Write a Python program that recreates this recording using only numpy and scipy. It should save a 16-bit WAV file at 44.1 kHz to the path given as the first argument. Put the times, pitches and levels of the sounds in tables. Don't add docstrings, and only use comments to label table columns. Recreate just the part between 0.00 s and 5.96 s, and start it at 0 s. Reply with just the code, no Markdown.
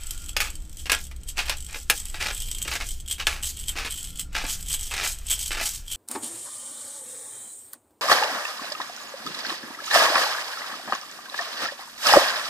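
import sys
import numpy as np
from scipy import signal
from scipy.fft import rfft, irfft, next_fast_len
from scipy.io import wavfile
from scipy.ndimage import uniform_filter1d, map_coordinates

SR = 44100
rng = np.random.default_rng(int(sys.argv[2]) if len(sys.argv) > 2 else 0)


def ratio(d):
    e = np.asarray(d, float) / 20
    return 10 ** e


def digitize_waveform(pressure):
    field = np.atleast_2d(pressure).T
    bounded = np.clip(field, -1, 1)
    quanta = np.round(bounded * 32767).astype(np.int16)
    wavfile.write(sys.argv[1], SR, quanta)


N = 262836

# pitch_hz, level_db per Hz
KITCHEN = [(7, -23), (12, 6), (28, 4), (51, -5), (78, -12.5), (112, -16.5), (221, -27.5), (1000, -45.5),
           (2350, -47), (6000, -50), (15500, -82)]
# pitch_hz, width_hz, level_db
HUM = [
    (64, 13, -45.5),
    (161, 45, -63),
    (314, 12, -69),
    (1397, 120, -68.5),
]
# time_s, low_db, middle_db, upper_db
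DRONE_SWELLS = [(0, -5, -8, 10), (.3, 3, 5.5, 7), (.9, 2, -1, -12), (1.3, -3, -9, -1), (3.6, -6, -7, -12),
                (4.2, 8.5, 1, 4), (4.6, 5.5, -4, -3), (5.3, -5, -13, -14), (5.96, -10, -12, -4)]
# start_s, end_s, first_hz, last_hz, level_db
WHINES = [
    (.05, .95, 314, 309, -61),
    (0, .9, 240, 230, -66),
    (3.8, 4.8, 168, 172, -58),
    (4.0, 4.45, 266, 290, -59),
    (4.05, 4.75, 1340, 1380, -73),
]
# pitch_hz, time to fade by 60 dB_s
WALLS = [(300, 0.18), (2000, 0.13), (8000, .13), (15000, 0.099)]

# pitch_hz, width_hz, level_db
GLASS = [
    (3180, 200, -4.5),
    (7750, 310, 0.5),
    (8095, 380, 1),
    (12500, 480, -11),
]
# pitch_hz, level_db per Hz
SKIRT = [(1000, -37.5), (3000, -36), (9000, -29)]
# pitch_hz, level_db per Hz
PATTER = [(500, -41), (1200, -27), (2500, -15.5), (4300, -6.5), (7000, -3), (10000, -9.5), (15500, -12.5)]
# start_s, ring_db, time to fade by 20 dB_s, low_mode_db
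SLIDES = [(0, -44, 4, -4), (.13, -42.5, 0.5, -7), (.288, -36, -0.03, -5), (.46, -42, .19, -8),
          (.8, -39.5, 0.1, -6), (1.04, -47, .1, -7), (1.29, -31, .028, -9), (1.366, -58, .05, -6),
          (1.39, -46.5, -1, -6), (1.77, -40, .13, -7.5), (1.897, -56, .1, -8), (1.96, -37, 0.5, -11),
          (2.22, -41.5, 1, 2), (2.34, -35.5, 0.8, -2.5), (2.87, -38, .15, -4.5), (3.115, -27, .04, 0),
          (3.266, -47, .1, -4), (3.29, -36.5, .14, -3.5), (3.426, -46, .1, -4), (3.43, -29, 1, -4),
          (3.455, -28, .1, -5.5), (3.57, -41, 1.5, -3), (3.69, -24, .035, -7), (3.919, -33.5, .38, -2),
          (4.198, -26, .032, -6.5), (4.499, -30, .16, -8), (4.705, -27, .9, -2.5), (4.745, -26, .03, -2.5),
          (4.8, -35, .4, -4), (5.075, -29, .12, -8.5), (5.312, -18.5, .07, -4.5), (5.38, -32.5, 2.1, -2.5),
          (5.46, -31, 0.15, -7), (5.655, -27, .12, -11.5), (5.929, -29, .12, -2)]
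# start_s, hold_s, level_db
POURS = [(.415, .015, -35), (1.0, .03, -50), (1.75, .04, -47), (1.93, .05, -43), (2.72, .04, -44),
         (2.85, .05, -48), (3.3, .02, -48), (3.465, .03, -38.5), (4.505, .03, -34), (4.84, .04, -45),
         (5.055, .04, -35), (5.4, .08, -40), (5.655, .03, -32), (5.72, .05, -41)]
# start_s, peak_db
TICKS = [(0.0344, -24.5), (.069, -21), (0.108, -12), (.177, -24.5), (0.2414, -29), (0.5023, -22),
         (0.5536, -24), (.6208, -34.5), (.7287, -29.5), (0.77, -24), (0.988, -24), (1.163, -32.5),
         (1.2337, -30), (1.277, -33), (1.288, -17.5), (2.055, -18.5), (2.5141, -13.5), (3.4565, -18.5),
         (3.5974, -21), (3.683, -11), (3.908, -17.5), (3.9756, -20.5), (4.0424, -19.5), (5.2675, -20),
         (5.2869, -17), (5.46, -17), (5.629, -16), (5.658, -17), (5.7478, -19.5), (5.9232, -17.5)]
# start_s, peak_db, low_mode_db
PLINKS = [(.0163, -36, -5), (.2925, -20.5, 4), (.331, -32, -2), (.6956, -32.5, 2), (.794, -30, 4),
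          (.9485, -17, 8), (1.457, -29, 8), (1.728, -25, -10), (2.459, -26, 1), (2.486, -23, 1),
          (2.5485, -20.5, 3), (2.584, -18, -1), (2.6178, -17, 1), (3.0007, -27, -6), (3.0777, -25, 7),
          (3.0835, -21.5, 1), (3.0985, -23.5, 1), (3.1117, -16, -3), (3.4331, -16, 2), (3.639, -26.5, 2),
          (4.1949, -15, 2), (4.465, -22, 0), (4.4977, -21, 6), (4.868, -22, -10), (4.9666, -21, -6),
          (5.0376, -18, -4), (5.2994, -17, 7), (5.3124, -7, -3), (5.8803, -25, 0), (5.9195, -24, 5)]
# start_s, peak_db, low_mode_db
TAPS = [(.2193, -30, -8), (.2609, -26, -10), (.2854, -26, -6), (.6035, -40, -6), (.6518, -38, -8),
        (.675, -43, -6), (.7155, -38, -6), (.745, -38, -10), (.759, -40, -10), (.7891, -32, 0),
        (.7988, -30, 2), (1.2125, -42, -8), (1.294, -23, -8), (1.3711, -27, -8), (1.5831, -25, -10),
        (1.6247, -27, -10), (2.3655, -25, -3), (2.3775, -20, -2), (2.4315, -26, -6), (2.4747, -25, -8),
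        (2.5199, -27, 5), (2.5278, -27, 5), (2.6253, -13, -10), (2.6756, -23, -8), (2.8885, -18, -10),
        (2.9074, -22, -8), (3.0063, -28, -8), (3.0609, -32, 0), (3.1179, -16, -4), (3.1256, -15, -4),
        (3.4277, -24, 0), (3.4432, -22, 0), (3.5903, -26, -8), (3.6101, -24, -8), (3.9228, -18, -2),
        (4.0082, -25, -8), (4.0285, -21, -2), (4.0483, -22, -6), (4.0725, -28, 3), (4.1036, -29, -8),
        (4.157, -27, -2), (4.1734, -26, -6), (4.2123, -19, -4), (4.3291, -32, -10), (4.4425, -25, -10),
        (4.5036, -24, 5), (4.6613, -30, -6), (4.7288, -11, -6), (4.7397, -13, -8), (4.7467, -15, -8),
        (4.7938, -22, -2), (4.878, -28, -15), (5.0734, -15, -10), (5.1293, -23, -10), (5.1863, -26, -12),
        (5.2822, -24, 5), (5.4795, -19, -10), (5.5302, -20, -12), (5.7589, -22, -10), (5.9135, -21, -4)]
# start_s, gap_s, contacts (count), peak_db
SKIPS = [(1.04, .028, 2, -28), (1.688, .021, 2, -29), (1.8, .031, 2, -30), (2.084, .015, 2, -25),
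         (3.571, .03, 1, -23), (1.5702, .0344, 2, -23.5), (1.646, 0.019, 2, -23.5),
         (1.9775, 0.023, 2, -18.5), (2.331, .02, 1, -27), (2.348, .02, 1, -19), (2.4024, 0.019, 2, -17),
         (2.868, 0.024, 3, -23.5), (4.608, .0187, 2, -22), (4.685, 0.016, 3, -17.5), (4.81, 0.02, 2, -19.5),
         (4.9203, .018, 2, -26), (5.3916, 0.019, 3, -18)]

# pitch_hz, width_hz, level_db
BODY = [(325, 40, -14), (463, 20, -16), (890, 41, -6), (1220, 130, -10.5), (1664, 54, 1), (2500, 450, 2.5),
        (3800, 300, -7), (5050, 1900, -7)]
# pitch_hz, level_db per Hz
CRUNCH = [(120, -26.5), (200, -15.5), (446, -11.5), (515, -10.5), (874, -2.5), (974, -10.5), (1210, -2.5),
          (2560, -4), (8660, -16), (15500, -51)]
# pitch_hz, level_db per Hz
SPLIT = [(120, -30), (300, -14), (600, -10), (1000, -7), (1500, -2.5), (2560, -2), (8660, -20),
         (15500, -51)]
# pitch_hz, level_db per Hz
SHARD = [(1500, -12), (4000, -14), (6000, -3), (11000, -2), (15500, -7.5)]
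# pitch_hz, level_db per Hz
PALM = [(100, -27.5), (300, -3), (700, -4.5), (1500, -34), (5000, -63)]
# start_s, hold_s, effort_db, time to fade by 20 dB_s
PUSHES = [(0, 0, -50.5, .5), (.41, .025, -28, .075), (.47, .01, -35, .05), (0.931, 0.00081, -22, 0.0539),
          (1.385, .02, -25.5, .05), (1.452, 0.082, -37.5, .07), (1.69, 0.063, -44, .9),
          (1.745, .02, -35, .03), (1.97, 0, -51.5, 0.5), (2.16, 0.021, -43, 2), (2.208, .03, -28, .06),
          (2.262, .018, -26.5, .06), (2.6, .02, -50, .9), (2.67, .02, -39, 1.7), (2.722, .04, -31.5, .04),
          (2.82, 0, -30, 0.0462), (3.2, .022, -31, .025), (3.291, .02, -28.5, .13), (3.7, 0, -49, -1.7),
          (3.771, .045, -30.5, .04), (3.852, .025, -31, .05), (4.338, 0, -42, .03), (4.368, 0, -28, 0.2),
          (4.45, 0.003, -31, 0.13), (4.71, 0, -50.5, .55), (4.926, .04, -32, 3), (4.99, .055, -27.5, .07),
          (5.12, 0, -50, .4), (5.33, 0.038, -54, 0.5), (5.534, 0.084, -32, 0.12), (5.95, 0, -52, .3)]
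# start_s, peak_db, brightness_db,
# knock_hz
CRACKS = [(.292, -44, -9, 2940), (.366, -14.5, -4, 4990), (.4035, -17.5, 1, 2480), (.8968, -13, -13, 2540),
          (.918, -11, 1, 2500), (1.113, -36.5, -7, 1720), (1.372, -27, -31, 2700), (1.39, -16, -39, 2600),
          (1.463, -36, 3, 2520), (1.484, -25.5, -12, 2520), (1.496, -13.5, -8, 2500),
          (2.205, -24, -21, 2470), (2.513, -43, 7, 2940), (2.679, -20, -11, 1640), (2.715, -21, -20, 2700),
          (2.754, -18.5, -16, 2660), (2.81, -23.5, -32, 2220), (3.183, -37, 4, 2380),
          (3.201, -26, -17, 2950), (3.269, -10, -9, 3200), (4.195, -40, 5, 3060), (4.347, -28, -16, 2780),
          (4.351, -19.5, -20, 1510), (4.364, -20.5, -29, 2360), (4.911, -30, 0, 2540),
          (4.938, -22, -5, 2500), (4.979, -29, -21, 2630), (5.312, -31, 5, 2880), (5.517, -21, -7, 1520),
          (5.549, -24, -13, 2060)]
# start_s, peak_db, thud_db, knock_hz
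JAMS = [(.857, -28, -10, 2780), (.867, -27.5, -15, 2800), (1.757, -31, -7, 1650), (1.899, -8, -15, 2630),
        (2.144, -28, -3, 1600), (2.309, -30, -2, 1660), (2.655, -34, 2, 2840), (3.755, -33, 0.5, 2950),
        (3.763, -28, -8, 2600), (3.786, -25, -7, 1190), (3.848, -25.5, -3.5, 2300), (4.44, -32, 6, 1590),
        (4.979, -28, -5, 1120), (5.507, -25.5, -6, 3030), (5.571, -27, -6, 2700), (5.612, -19.5, -6, 2520)]
# start_s, peak_db, knock_hz
CRACKLES = [(0.3724, -14, 2730), (0.4104, -12, 4440), (0.4194, -14, 2510), (0.9178, -8, 2780),
            (1.3804, -11, 2470), (1.4014, -15, 2550), (1.4244, -22, 2670), (1.5244, -19, 2310),
            (2.1435, -22, 1460), (2.1544, -24, 1760), (2.2124, -15, 3150), (2.2274, -16, 2280),
            (2.2364, -19, 2600), (2.2628, -17, 2690), (2.2684, -17, 2280), (2.2854, -21, 2880),
            (2.6504, -24, 2890), (2.7274, -17, 2920), (2.7364, -16, 2710), (2.8024, -17, 2660),
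            (2.8204, -21, 2160), (3.2124, -20, 2870), (3.2274, -25, 2740), (3.2824, -15, 1670),
            (3.3114, -19, 2250), (3.3324, -27, 2750), (3.3494, -29, 2490), (3.7744, -19, 1420),
            (3.7994, -22, 2590), (3.8094, -27, 4430), (3.8352, -24, 2360), (3.8536, -21, 3100),
            (3.8606, -20, 2470), (3.8794, -26, 1210), (4.3844, -22, 2420), (4.4194, -24, 2430),
            (4.4544, -22, 2770), (4.4794, -23, 2990), (4.9164, -17, 2550), (4.9666, -17, 2120),
            (4.9994, -18, 2570), (5.0114, -16, 2320), (5.0214, -20, 2450), (5.0304, -17, 2110),
            (5.0464, -17, 2770), (5.0614, -21, 2820), (5.0974, -23, 3110), (5.5274, -17, 2560),
            (5.5844, -23, 2150), (5.5994, -16, 2620), (5.6274, -23, 4890)]


def unit(x):
    return x / np.sqrt(np.mean(x ** 2) + 1e-20)


def along(points, hz):
    f, v = np.transpose(points)
    return np.interp(np.log(hz + 1), np.log(f + 1), v)


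def curves(rows):
    s, *cols = np.transpose(rows)
    return [np.interp(np.arange(N) / SR, s, c) for c in cols]


def wobble(rate):
    knots = rng.standard_normal(int(N * rate / SR) + 4)
    return map_coordinates(knots, [np.arange(N) * rate / SR])


def filtered(x, response):
    m = 2 * next_fast_len(N // 2 + SR // 4)
    return irfft(rfft(x, m) * response(np.fft.rfftfreq(m, 1 / SR)), m)[..., :N]


def causal(gain):
    cep = irfft(np.log(gain + 1e-6))
    half = len(cep) // 2
    return np.exp(rfft(np.r_[cep[0], 2 * cep[1:half], np.zeros(half)]))


def struck(x, spectrum, modes, ring_db):
    def response(f):
        peaks = 0
        for hz, width_hz, db in modes:
            damping = (f * width_hz) ** 2
            peaks = peaks + ratio(2 * db) * damping / ((hz * hz - f * f) ** 2 + damping)
        power = ratio(2 * along(spectrum, f)) + ratio(2 * ring_db) * peaks
        return causal(unit(np.sqrt(power)))
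    return filtered(x, response)


def grains(rate, spread_db, clump_db, life):
    draw = rng.random((2, N))
    size = ratio(-spread_db * np.log(draw[1] + 0.06)) * (draw[0] < rate / SR)
    puffs = signal.lfilter([1], [1, -np.exp(-1 / (life * SR))], size * ratio(clump_db * wobble(60)))
    return unit(puffs * rng.standard_normal(N))


def bursts(times, levels_db, t60s, edge_db):
    out, t = np.zeros(N + SR), np.arange(SR // 8) / SR
    for s, db, t60 in zip(times, levels_db, t60s):
        shape = ratio(-60 * t / t60) + ratio(edge_db - 60 * t / 0.0017)
        puff = shape * rng.standard_normal(len(t))
        puff *= np.linalg.norm(shape) / np.linalg.norm(puff)
        out[round(s * SR):][:len(t)] += ratio(db) * puff
    return out[:N]


def knocks(times, levels_db, pitches_hz, t60):
    out, t = np.zeros(N + SR), np.arange(SR // 16) / SR
    for s, db, hz in zip(times, levels_db, pitches_hz):
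        out[round(s * SR):][:len(t)] += ratio(db - 60 * t / t60) * np.sin(2 * np.pi * hz * t)
    return out[:N]


def surges(times, levels_db, holds, fades, rises):
    t = np.arange(N) / SR
    soon = np.searchsorted(times, t, "right")
    now, started = soon - 1, soon > 0
    soon = np.minimum(soon, len(times) - 1)
    past_hold_s = np.maximum(t - times[now] - holds[now], 0)
    dying = levels_db[now] - 20 * past_hold_s / np.abs(fades[now])
    coming = levels_db[soon] - 20 * np.abs(times[soon] - t) / np.abs(rises[soon])
    return np.maximum(started * ratio(dying), ratio(coming))


def background():
    air = filtered(rng.standard_normal(N), lambda f: ratio(along(KITCHEN, f)))
    out = ratio(-36.0 + 1.84 * wobble(3.14)) * unit(air)
    swells = [0] + curves(DRONE_SWELLS)
    for (hz, width_hz, db), swell_db in zip(HUM, swells):
        line = filtered(rng.standard_normal(N), lambda f: 1 / (1 + ((f - hz) / width_hz * 2) ** 2))
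        out = out + ratio(db + swell_db) * unit(line)
    return out


def whines():
    t, out, fade_s = np.arange(N) / SR, np.zeros(N), .12
    for start, end, first_hz, last_hz, db in WHINES:
        hz = np.interp(t, [start, end], [first_hz, last_hz]) * (1 + .004 * wobble(6))
        gate = np.clip(np.minimum(t - start, end - t) / fade_s, 0, 1)
        out += gate * ratio(db + 1.5 * wobble(8)) * np.sin(2 * np.pi * np.cumsum(hz) / SR)
    return out


def contacts():
    tick_low_db, skip_low_db = -21, -13
    jolt_db, jolt_low_db = -3.5, 3
    rows = [(s, db, tick_low_db) for s, db in TICKS] + list(PLINKS) + list(TAPS)
    for s, gap, count, db in SKIPS:
        rows += [(s + gap * k, db, skip_low_db) for k in range(round(count))]
    rows += [(s, db + bright / 2 + jolt_db, jolt_low_db) for s, db, bright, hz in CRACKS]
    return np.transpose(rows)


def hopper():
    s, db, fade, deep_db = np.transpose(SLIDES)
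    rise, hold = np.minimum(.6 * fade, .065), np.full(len(s), .004)
    settled_db = -69
    ring = surges(s, db, hold, fade, rise) + ratio(settled_db)
    low = surges(s, db + deep_db, hold, fade, rise) + ratio(settled_db - 3)
    patter = grains(rate=1100., spread_db=4.5, clump_db=1.1, life=0.0017)
    glass_colour = [(1000, -32), (3000, -30), (8000, -23.0), (15500, -41)]  # (Hz, dB per Hz)
    glass = struck(ratio(-6.5) * ring * patter, glass_colour, GLASS[1:], ring_db=0)

    s, hold, db = np.transpose(POURS)
    pour = surges(s, db, hold, fades=np.full(len(s), .045), rises=np.full(len(s), .04))
    rustle = ratio(-47) * (ring / ratio(-35)) ** .8 + pour
    crumbs = grains(rate=1500.0, spread_db=5.5, clump_db=1.8, life=0.0021)
    dry = struck(ratio(2.5) * rustle * crumbs, PATTER, [], ring_db=0)

    s, db, low_db = contacts()
    ticks = bursts(s, db - 7, np.full(len(s), .022), edge_db=-29)
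    high = struck(ticks, PATTER, GLASS, ring_db=7.5)
    deep_ticks = bursts(s, db + low_db - 11.5, np.full(len(s), .012), edge_db=-28)
    deep = struck(ratio(-4.0) * low * patter + deep_ticks, SKIRT, GLASS[:1], ring_db=-1.0)
    return glass + dry + high + deep


def breaks():
    thud_db, t60 = -48, .06
    rows = [(s, db, bright, thud_db, hz, t60) for s, db, bright, hz in CRACKS]
    for s, db, thud, hz in JAMS:
        bright_db = -10 + .7 * (db + 25)
        rows.append((s, db, bright_db, db + thud, hz, t60))
    return np.transpose(rows)


def burr():
    s, hold, db, fade = np.transpose(PUSHES)
    rise = np.full(len(s), .018)
    effort = surges(s, db, hold, fade, rise) + ratio(-65)
    crumble = ratio(-2.5) * effort * grains(rate=1800., spread_db=3.5, clump_db=1.6, life=.0011)
    crunch = struck(crumble, CRUNCH, BODY, ring_db=-1.5)

    s, db, bright_db, thud_db, knock_hz, t60 = breaks()
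    split = struck(bursts(s, db - 4, t60, edge_db=-4.0), SPLIT, BODY[1:], ring_db=-1.5)
    snap_db = db + np.minimum(bright_db, 6) - 7.5
    snap = struck(bursts(s, snap_db, 0.84 * t60, edge_db=-8), SHARD, [], ring_db=0)
    thud = struck(bursts(s, thud_db - 6.5, 0.55 * t60, edge_db=-4), PALM, BODY[:3], ring_db=2.0)
    return crunch + split + snap + thud + knocks(s, db - 5.5, knock_hz, t60=.03)


def crackle():
    s, db, knock_hz = np.transpose(CRACKLES)
    puffs = bursts(s, db - 11, np.full(len(s), .035), edge_db=-6)
    crunch = struck(puffs, CRUNCH, BODY, ring_db=-1.6)
    return crunch + knocks(s, db - 16, knock_hz, t60=.022)


def room(x, piece=SR // 4):
    out = np.zeros(N + SR)
    for start in range(0, N, piece):
        hz, t, z = signal.stft(rng.standard_normal(SR // 3), SR, nperseg=256)
        fading = ratio(-60 * t / along(WALLS, hz)[:, None])
        tail = signal.istft(z * fading, SR, nperseg=256)[1]
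        wet = signal.fftconvolve(x[start:start + piece], tail / np.linalg.norm(tail))
        out[start + 90:][:len(wet)] += wet
    return out[:N]


def scene():
    mill = burr() + hopper() + crackle()
    mono = mill + ratio(-7) * room(mill) + background() + whines()
    stray = ratio(-69) * unit(filtered(rng.standard_normal(N), lambda f: 1 / (1 + (f / 70) ** 2)))
    return np.array([mono + stray, mono - stray])


def roll_off(x):
    return signal.sosfilt(signal.butter(12, 16650, fs=SR, output="sos"), x)


def record(dry):
    dry = dry / (1 + np.abs(dry / .95) ** 6) ** (1 / 6)
    main = filtered(dry, lambda f: ratio(np.interp(f, [15200, 15400, 15900], [0, -22, -60])))
    top = filtered(dry, lambda f: ratio(-24) * (f > 15300) * (f < 16700))
    power = top ** 2
    sharp = uniform_filter1d(power, size=64) > 18 * np.abs(uniform_filter1d(power, size=2048))
    near_attack = uniform_filter1d(1. 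* sharp, size=400) > 1e-6
    opened = uniform_filter1d(1. * near_attack, size=128)
    mix = main + opened * top - .0018
    return roll_off(mix)


dry = scene()
out = record(dry)
digitize_waveform(out)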